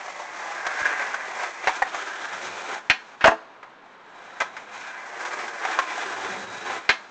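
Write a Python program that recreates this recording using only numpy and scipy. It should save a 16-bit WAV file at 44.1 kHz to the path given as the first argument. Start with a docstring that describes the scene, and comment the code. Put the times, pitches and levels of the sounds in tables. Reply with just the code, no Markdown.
"""Car park with a concrete ramp: a skateboard rolls in over asphalt, climbs, pops a trick, lands, turns away;
it comes up the ramp once more and pops again. Rolling is random grit through ground filters and wheel and deck
resonances; slaps, knocks and thuds are decaying bursts, damped sines and pulses at set times. A wall, a porch
and the yard answer over filtered-noise air; a small camera rounds off the loudest peaks and cuts the top."""
import sys
import numpy as np
from scipy import signal
from scipy.fft import rfft, irfft
from scipy.io import wavfile
from scipy.ndimage import uniform_filter1d

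SR = 44100
rng = np.random.default_rng(int(sys.argv[2]) if len(sys.argv) > 2 else 0)


def to_wav(s):
    """Save 16-bit WAV."""
    ch = np.atleast_2d(s).T  # columns
    pcm = np.round(np.clip(ch, -1, 1) * 32767)  # PCM
    wavfile.write(sys.argv[1], SR, pcm.astype(np.int16))


N = 313110
T = np.arange(N) / SR  # s


def undb(db):
    """Decibels to amplitude gain."""
    return 10 ** (np.asarray(db) / 20)


def unit(x):
    """Scale to rms 1."""
    return x / np.sqrt(np.mean(x ** 2))


def curve(rows, axis=1):
    """One table column, linearly interpolated in time."""
    rows = np.asarray(rows)
    return np.interp(T, rows[:, 0], rows[:, axis])


def colour(x, points, lean=lambda hz: 0, size=2048):
    """Minimum-phase filter through (frequency [Hz], gain [dB]) points, plus an optional dB slope."""
    hz = np.maximum(np.arange(size // 2 + 1) * SR / size, 1)
    point_hz, point_db = np.transpose(points)
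    gain_db = np.interp(np.log(hz), np.log(point_hz), point_db) + lean(hz)
    cepstrum = irfft(np.log(undb(gain_db)))
    # fold the cepstrum: causal response
    cepstrum[1:size // 2] *= 2
    cepstrum[size // 2 + 1:] = 0
    response = irfft(np.exp(rfft(cepstrum)))
    return signal.oaconvolve(x, response)[:len(x)]


def resonate(x, hz, width_hz):
    """Two-pole resonance."""
    b, a = signal.iirpeak(hz, hz / width_hz, fs=SR)
    return signal.lfilter(b, a, x)


def fade(t, t60_s):
    """Exponential decay, 60 dB in t60_s."""
    return np.exp(-np.log(1000) * t / t60_s)


def swell(s, width_s):
    """Gaussian rise and fall around time s, peak 1."""
    return np.exp(-((T - s) / width_s) ** 2)


def walk(rate_hz):
    """Random wander through straight-line knots, rms 1."""
    knots = rng.standard_normal(4096)
    return unit(np.interp(T * rate_hz, np.arange(len(knots)), knots))


def add(out, s, x):
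    """Mix x in at time s."""
    i = int(s * SR)
    out[i:i + len(x)] += x[:len(out) - i]


# ground colour, asphalt and concrete: (frequency [Hz], gain [dB])
ASPHALT_COLOUR = [(180, -30.5), (300, -19.5), (483, -7.5), (523, -5), (606, -1), (656, -6.5), (1120, 0),
                  (1340, -4), (1640, -9.5), (1820, -5), (2010, -1), (2990, -15.5), (4500, -27),
                  (5850, -51.5), (9900, -120)]
CONCRETE_COLOUR = [(180, -48.5), (300, -9.5), (385, -21.5), (500, -4.5), (777, 1.5), (1180, 2.5),
                   (1400, 5.5), (1620, -0.5), (1820, -1), (2440, -6), (2700, -6), (3840, -9.5),
                   (4500, -18.5), (5850, -52), (9900, -120)]
# colour of deck rumble and urethane hiss: (frequency [Hz], gain [dB])
RUMBLE_COLOUR = [(40, -41.5), (80, -33.5), (130, -27.5), (200, -12.5), (270, -7), (360, 5), (470, 2),
                 (700, -25)]
HISS_COLOUR = [(2000, -33.5), (3300, 0), (4600, -2.5), (6200, 0.5), (7200, -3), (8000, -12), (9000, -20.5)]
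# wheel and truck resonances: (centre [Hz], width [Hz], asphalt level [dB], concrete level [dB])
WHEEL_MODES = [(696, 86, -24, -16.5), (794, 173, -7.5, -10), (1013, 46, -16, -14), (1244, 63, -19, -37.5),
               (1619, 195, -8.5, -9.5), (2025, 110, -17.5, -15.5), (2369, 170, -20, -15)]
# resonances of the loaded deck: (centre [Hz], width [Hz], level [dB])
LOADED_DECK_MODES = [(114, 24, -21), (205, 39, -17.5), (550, 90, -6.5), (3875, 99, -14.5)]
# relative rolling level; ride in, slow turn after landing, second ride in: (time [s], level [dB])
FIRST_RUN_LEVEL = [(0, -34.5), (.62, -32.5), (.85, -27.5), (1.05, -30), (1.25, -32.5), (1.43, -29.5),
                   (1.51, -37), (1.68, -29.5), (1.86, -34), (1.98, -29.5), (2.22, -34.5), (2.45, -31.5),
                   (3.2, -40.5)]
TURN_LEVEL = [(3.42, -56), (4.0, -51.5), (4.3, -43.5), (4.65, -43), (4.83, -35.5), (5.0, -39.5)]
SECOND_RUN_LEVEL = [(5.28, -32), (5.55, -34.5), (5.76, -28.5), (5.86, -35), (5.98, -29.5), (6.22, -30.5),
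                    (6.56, -38), (6.72, -28), (7.1, -41.5)]
# board's path: (time [s], distance from the camera [m])
BOARD_PATH = [(0, 12.2), (1.75, 5.56), (2.5, 3.96), (3.5, 3.35), (4.3, 4.04), (5.05, 6.24), (5.3, 7),
              (5.72, 5.7), (6.4, 4.42), (7.1, 3.38)]
RAMP_EDGE_M, EDGE_BLEND_M = 5.97, 0.12  # asphalt beyond the edge, concrete before it
NEAR_RUMBLE_DB = 5  # per halving of distance
WEIGHT_RUMBLE_DB_PER_DB = .45  # extra rumble per dB of weight_db
HISS_DB, CROUCH_HISS_DB = -13, 1.5  # re rolling level; gain per unit crouch
CREEP_DB, CREEP_DULLING_DB_PER_DB = -39.5, 0.46  # below CREEP_DB, hiss and high rings drop further
# coarse asphalt patch makes the high wheel resonances sing
PATCH_S, PATCH_WIDTH_S, PATCH_RING_DB = 0.84, 0.22, 6.5
SING_START_DB, SING_RISE_S = -4.5, 0.72  # high ring builds up as the board gathers speed


def rolling(uneven_db=1.33, slab_m=.9):
    """Grit shakes wheels and trucks; the loaded deck rumbles and the urethane hisses on the ground."""
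    distance_m = curve(BOARD_PATH)
    up_ramp_m = RAMP_EDGE_M - distance_m
    concrete_share = np.clip(.5 + up_ramp_m / EDGE_BLEND_M, 0, 1)
    on_asphalt, on_concrete = np.sqrt(1 - concrete_share), np.sqrt(concrete_share)
    roll_db = curve([*FIRST_RUN_LEVEL, *TURN_LEVEL, *SECOND_RUN_LEVEL])
    crouch, weight_db = jumping()
    rumble_db, low_db, high_db, boom = run_tone()

    # slow wheels lose treble
    dull_db = CREEP_DULLING_DB_PER_DB * np.minimum(roll_db - CREEP_DB, 0)
    start_db = SING_START_DB * swell(0, SING_RISE_S)
    patch_db = PATCH_RING_DB * swell(PATCH_S, PATCH_WIDTH_S)
    high_db = high_db + dull_db + start_db + patch_db

    shake = shaking(concrete_share)
    asphalt = on_asphalt * unit(colour(shake, ASPHALT_COLOUR))
    concrete = on_concrete * unit(colour(shake, CONCRETE_COLOUR))
    body = undb(-3) * (asphalt + concrete)
    for hz, width_hz, asphalt_db, concrete_db in WHEEL_MODES:
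        # each resonance wanders in level by itself
        ring_db = (low_db if hz < 1400 else high_db) + 2.34 * walk(9)
        ground_gain = on_asphalt * undb(asphalt_db) + on_concrete * undb(concrete_db)
        body += singing(hz, width_hz) * undb(ring_db) * ground_gain

    load = boom * np.clip(up_ramp_m / slab_m, 0, 1) ** 2 + crouch
    for hz, width_hz, db in LOADED_DECK_MODES:
        body += load * undb(db + 1.8 * walk(3.47)) * singing(hz, width_hz)

    near_db = NEAR_RUMBLE_DB * np.log2(RAMP_EDGE_M / distance_m)
    rumble_db = rumble_db + near_db + WEIGHT_RUMBLE_DB_PER_DB * weight_db
    rumble = unit(colour(grit(rate_hz=2000, spread_db=4.0), RUMBLE_COLOUR)) * undb(rumble_db)
    hiss_db = HISS_DB + CROUCH_HISS_DB * crouch + dull_db
    hiss = unit(colour(grit(rate_hz=14000, spread_db=4.5), HISS_COLOUR)) * undb(hiss_db)
    hiss *= undb(walk(27))

    # rough patches and uneven wheels flutter the whole sound
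    flutter = undb(1.1 * walk(95) + uneven_db * walk(36))
    return undb(roll_db + weight_db - 2.5) * flutter * (body + rumble + hiss)


def grit(rate_hz, spread_db):
    """Random-sign impacts of stone grains under the wheels, a few much larger than the rest."""
    hit = rng.random(N) < rate_hz / SR
    size = undb(spread_db * np.minimum(rng.exponential(size=N), 4))
    return unit(hit * size * rng.choice([-1, 1], N))


def shaking(concrete_share):
    """Fine grit everywhere, coarser stones twice as strong on the asphalt."""
    stones = undb(-8) * grit(rate_hz=450, spread_db=2)
    return grit(rate_hz=7000, spread_db=1.5) + (1 - concrete_share / 2) * stones


def singing(hz, width_hz):
    """One resonance kept ringing by grit, rms 1."""
    narrow = resonate(grit(rate_hz=3000, spread_db=2.0), hz, width_hz)
    return unit(resonate(narrow, hz, 4 * width_hz))


# rider crouches, pushes off, unweights: (wheels go light [s], crouch depth [0-1], push level [dB])
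JUMP_TIMES = [(2.782, 0.44, 4), (6.785, 1, -1)]
CROUCH_LEAD_S, CROUCH_WIDTH_S = .29, .22
PUSH_LEAD_S, PUSH_WIDTH_S = .07, .09
LIFT_S, FLIGHT_S, FREE_WHEEL_DB = .02, 0.427, -8  # unloaded wheels only whirr


def jumping():
    """Crouch depth, and the dB by which the push and the leap change the rolling."""
    crouch, weight_db = np.zeros(N), np.zeros(N)
    for s, depth, push_db in JUMP_TIMES:
        lifting = np.clip((T - s) / LIFT_S, 0, 1)
        airborne = lifting * np.clip((s + FLIGHT_S - T) / LIFT_S, 0, 1)
        crouch += depth * swell(s - CROUCH_LEAD_S, CROUCH_WIDTH_S)
        weight_db += push_db * swell(s - PUSH_LEAD_S, PUSH_WIDTH_S) + FREE_WHEEL_DB * airborne
    return crouch, weight_db


# tone of each stretch: (start [s], rumble at the ramp's edge [dB], low wheel ring [dB],
# high wheel ring [dB], boom of the deck on the slab [0-1])
RUN_TONES = [(0, -17, -1.5, 2.5, 0.02), (3.3, -19.5, 2.5, 5, 0.44), (5.1, -12, 1.5, 3, 0.06)]


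def run_tone():
    """Rumble, low ring, high ring [dB] and deck boom, held per stretch with 0.1 s smoothing."""
    rows = np.array(RUN_TONES)
    current = np.searchsorted(rows[1:, 0], T)
    return uniform_filter1d(rows[current, 1:], size=SR // 10, axis=0).T


# modes of the maple deck: (frequency [Hz], level [dB], t60 [s])
DECK_MODES = [(235.5, -10, 0.2), (324, -7, 0.2), (440, -12, 0.25), (533, -21, 0.42), (606, -13, 0.092),
              (659.6, 1.5, .14), (711, 1, 0.083), (870, 2.5, 0.17), (1062, -4, 0.14), (1385, -10, .13),
              (1580, 4, 0.069), (1620, 9, 0.063), (1702, 2, 0.14), (1920, -25, .12), (2090, -13, 0.043),
              (2150, -19, .13), (2465, 8, 0.085), (2380, -23, 0.11), (2700, -9.5, 0.11), (3125, 3, .13),
              (3570, -12.5, .11), (4046, -3, 0.13), (4230, -4, 0.092)]
# deck struck by slab or shoes: (time [s], level [dB], blow centre [Hz], clatter t60 [s], ring level [dB])
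DECK_SLAPS = [(2.8986, -7.5, 1950, 0.046, -6.5), (2.903, -12, 2000, 0.061, -4.5),
              (3.2087, -26, 1520, 0.25, -11), (3.2416, -5.5, 1330, 0.063, -14),
              (3.2695, -9, 790, 0.056, -9), (3.278, -8, 560, 0.062, -3.5), (3.3170, -27.5, 600, 0.06, 10.5),
              (6.8912, -9, 2080, 0.087, -2.5), (6.9010, -26, 1800, 0.091, 4)]
# colour of the crack: (frequency [Hz], gain [dB])
CRACK_COLOUR = [(30, -33), (120, -30.5), (220, -13), (350, -6.5), (700, -4), (1000, 0), (1300, -1.5),
                (1700, 3), (2400, 1.5), (3200, -5), (4500, -7.5), (7000, -9.5), (8500, -24)]


def slaps(focus_db=4.0):
    """The hard tail wakes the deck's high modes, the soft weight of the shoes its low ones."""
    out, t = np.zeros(N), T[:SR // 2]
    mode_hz, mode_db, mode_t60_s = np.transpose(DECK_MODES)
    modes = np.sin(2 * np.pi * mode_hz[:, None] * t) * fade(t, mode_t60_s[:, None])
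    # neighbouring modes swing in opposite directions at the deck's end
    signs = (-1) ** np.arange(len(DECK_MODES))
    for s, db, centre_hz, t60_s, ring_db in DECK_SLAPS:
        def focus(hz):
            """Gain falls with squared octaves from the blow's centre."""
            return -focus_db * np.maximum(np.log2(hz / centre_hz), -1) ** 2

        crack = clatter(t, t60_s, CRACK_COLOUR, focus)
        mode_octaves = np.maximum(np.log2(mode_hz / centre_hz), -1.3)
        gains = undb(mode_db - 8 * mode_octaves ** 2)
        ring = (gains * signs) @ modes / np.linalg.norm(gains)
        add(out, s, undb(db) * (crack + undb(ring_db) * ring))
    return out


def clatter(t, t60_s, points, lean):
    """A blow's dense, decaying random rattle, starting near rms 1."""
    envelope = fade(t, t60_s)
    burst = colour(rng.choice([-1, 1], len(t)) * envelope, points, lean)
    return unit(burst) * np.sqrt(np.mean(envelope ** 2))


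# wheels hit joints, stones or slab: (time [s], level [dB], rattle t60 [s], treble tilt [dB/octave],
# truck ring [Hz], ring level [dB])
WHEEL_KNOCKS = [ (.6660, -19, .045, -0.5, 713, -1.5), (.0800, -31.5, .07, -4, 726, 6.5),
                (0.855, -24, 0.02, 13, 1615, 9.5), (0.928, -27, 0.019, 1, 1630, 9),
                (1.1421, -26, 0.068, -1, 1540, 9), (1.4340, -26, 0.049, 0.5, 1266, -2),
                (1.6717, -13, 0.096, -4, 758, -1.5), (1.6927, -19.5, 0.021, 2, 927, 7),
                (1.82, -13.5, .04, -7.5, 795, 4.5), (1.8241, -18, 0.02, 1, 1910, 5),
                (1.945, -24.5, 0.054, -2.5, 1146, 1), (3.2397, -21, 0.054, -2, 1810, -6),
                (3.2490, -9, 0.02, -3, 703, 2.5), (3.2565, -12.5, 0.059, -2, 654, 12),
                (3.2738, -16, 0.043, 1, 893, 4), (3.6288, -35, 0.074, -4.5, 1650, -8),
                (4.4022, -20, 0.034, 0.5, 1600, 1), (4.4065, -16.5, 0.082, -4, 1350, -17),
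                (4.4181, -19.5, 0.044, -3, 694, -2.5), (4.566, -31, 0.088, -2, 1520, 3.5),
                (5.2500, -29.5, 0.14, -0.5, 1520, -4), (5.3900, -31.5, 0.29, 0, 835, 4.5),
                (5.48, -33.5, 0.077, 1.5, 1590, 10), (5.6500, -19.5, 0.055, -2.5, 763, -3),
                (5.7882, -13.5, .055, -2.5, 1074, 3), (5.9779, -34.5, .049, 7, 735, 12.5),
                (6.2468, -25, .041, -2, 874, -0.5), (6.6960, -24, 0.044, -9.5, 794, 1.5)]
# colour of the knock: (frequency [Hz], gain [dB])
KNOCK_COLOUR = [(30, -21), (130, -41), (250, -24.5), (450, -15), (750, -1.5), (1100, 0), (1600, 0.5),
                (2100, 1), (2900, -9), (4500, -13.5), (6500, -13), (8500, -28)]


def knocks(ring_t60_s=0.051, contact_s=0.0012):
    """Wheels drop over an edge and jolt the trucks; the soft urethane rounds the attack."""
    out, t = np.zeros(N), T[:SR // 4]
    attack = np.minimum(t / contact_s, 1)
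    for s, db, t60_s, tilt_db, ring_hz, ring_db in WHEEL_KNOCKS:
        rattle = clatter(t, t60_s, KNOCK_COLOUR, lambda hz: tilt_db * np.log2(np.maximum(hz / 1200, .5)))
        ring = undb(ring_db) * np.sin(2 * np.pi * ring_hz * t) * fade(t, ring_t60_s)
        add(out, s, undb(db) * (rattle + ring) * attack)
    return out


# short deep thuds: (time [s], pulse peak before the high-pass [dB])
DEEP_THUDS = [(0.819, -33), (1.672, -30), (1.822, -37), (2.901, -20), (3.243, -16), (3.283, -18),
              (6.894, -25)]


def thuds(push_s=0.00048):
    """One short push of air each, high-passed at 25 Hz."""
    out, x = np.zeros(N), T[:SR // 20] / push_s
    pulse = x * np.exp(1 - x)
    for s, db in DEEP_THUDS:
        add(out, s, undb(db) * pulse)
    return signal.sosfilt(signal.butter(2, 25, "high", fs=SR, output="sos"), out)


WALL_M = 3.4  # from the path to the wall beside the ramp


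def side_wall(x, wall_db=-9):
    """The wall's echo lags more as the board draws near, so its comb of peaks slides."""
    distance_m = curve(BOARD_PATH)
    detour_m = np.hypot(distance_m, 2 * WALL_M) - distance_m
    lag_s = detour_m / 343  # speed of sound, m/s
    return x + undb(wall_db) * np.interp(T - lag_s, T, x, left=0)


# echoes from the building: (delay [s], level [dB])
BUILDING_ECHOES = [(.034, -21.5), (.045, -31)]
# colour of the reverberant tails: (frequency [Hz], gain [dB])
PORCH_COLOUR = [(60, -21.5), (250, -3.5), (600, -2), (1200, 6), (2000, -2), (4000, 3), (8000, 2)]


def surroundings(x, porch_t60_s=0.17, porch_db=-15, yard_t60_s=0.7, yard_db=-25):
    """Discrete echoes, the short ring of the porch and a faint long tail from the car park."""
    t = T[:SR]
    response = np.zeros(SR)
    onset = np.clip(t / 0.032, 0, 1) ** 2
    for t60_s, db in ((porch_t60_s, porch_db), (yard_t60_s, yard_db)):
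        tail = colour(rng.standard_normal(SR) * fade(t, t60_s) * onset, PORCH_COLOUR)
        response += undb(db) * tail / np.linalg.norm(tail)
    for s, db in BUILDING_ECHOES:
        add(response, s, undb([db]))
    return x + signal.oaconvolve(x, response)[:N]


# distant traffic and open air: (frequency [Hz], gain [dB])
AIR_COLOUR = [(30, -18.5), (60, -27), (120, -17), (200, -7.5), (430, -5.5), (700, -4), (1000, -0.5),
              (1250, -5), (1600, -6), (2500, -15), (4000, -23.5), (6300, -34), (8500, -51)]
AIR_DB = -50


def open_air():
    """Distant traffic and air: filtered noise, level wandering slightly."""
    noise = unit(colour(rng.standard_normal(N), AIR_COLOUR))
    return noise * undb(AIR_DB + 0.41 * walk(2.9))


def scene():
    """The board in its surroundings, over the open air."""
    board = side_wall(rolling() + slaps() + knocks())
    return (surroundings(board) + thuds() + open_air())[None]


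TOP_HZ = 8300


def record(dry):
    """The camera rounds off the loudest peaks and cuts the top."""
    squashed = dry / (1 + (dry / .75) ** 6) ** (1 / 6)
    low_pass = signal.cheby1(12, .2, TOP_HZ, fs=SR, output="sos")  # 0.2 dB ripple
    return signal.sosfilt(low_pass, squashed)


dry = scene()
out = record(dry)
to_wav(out)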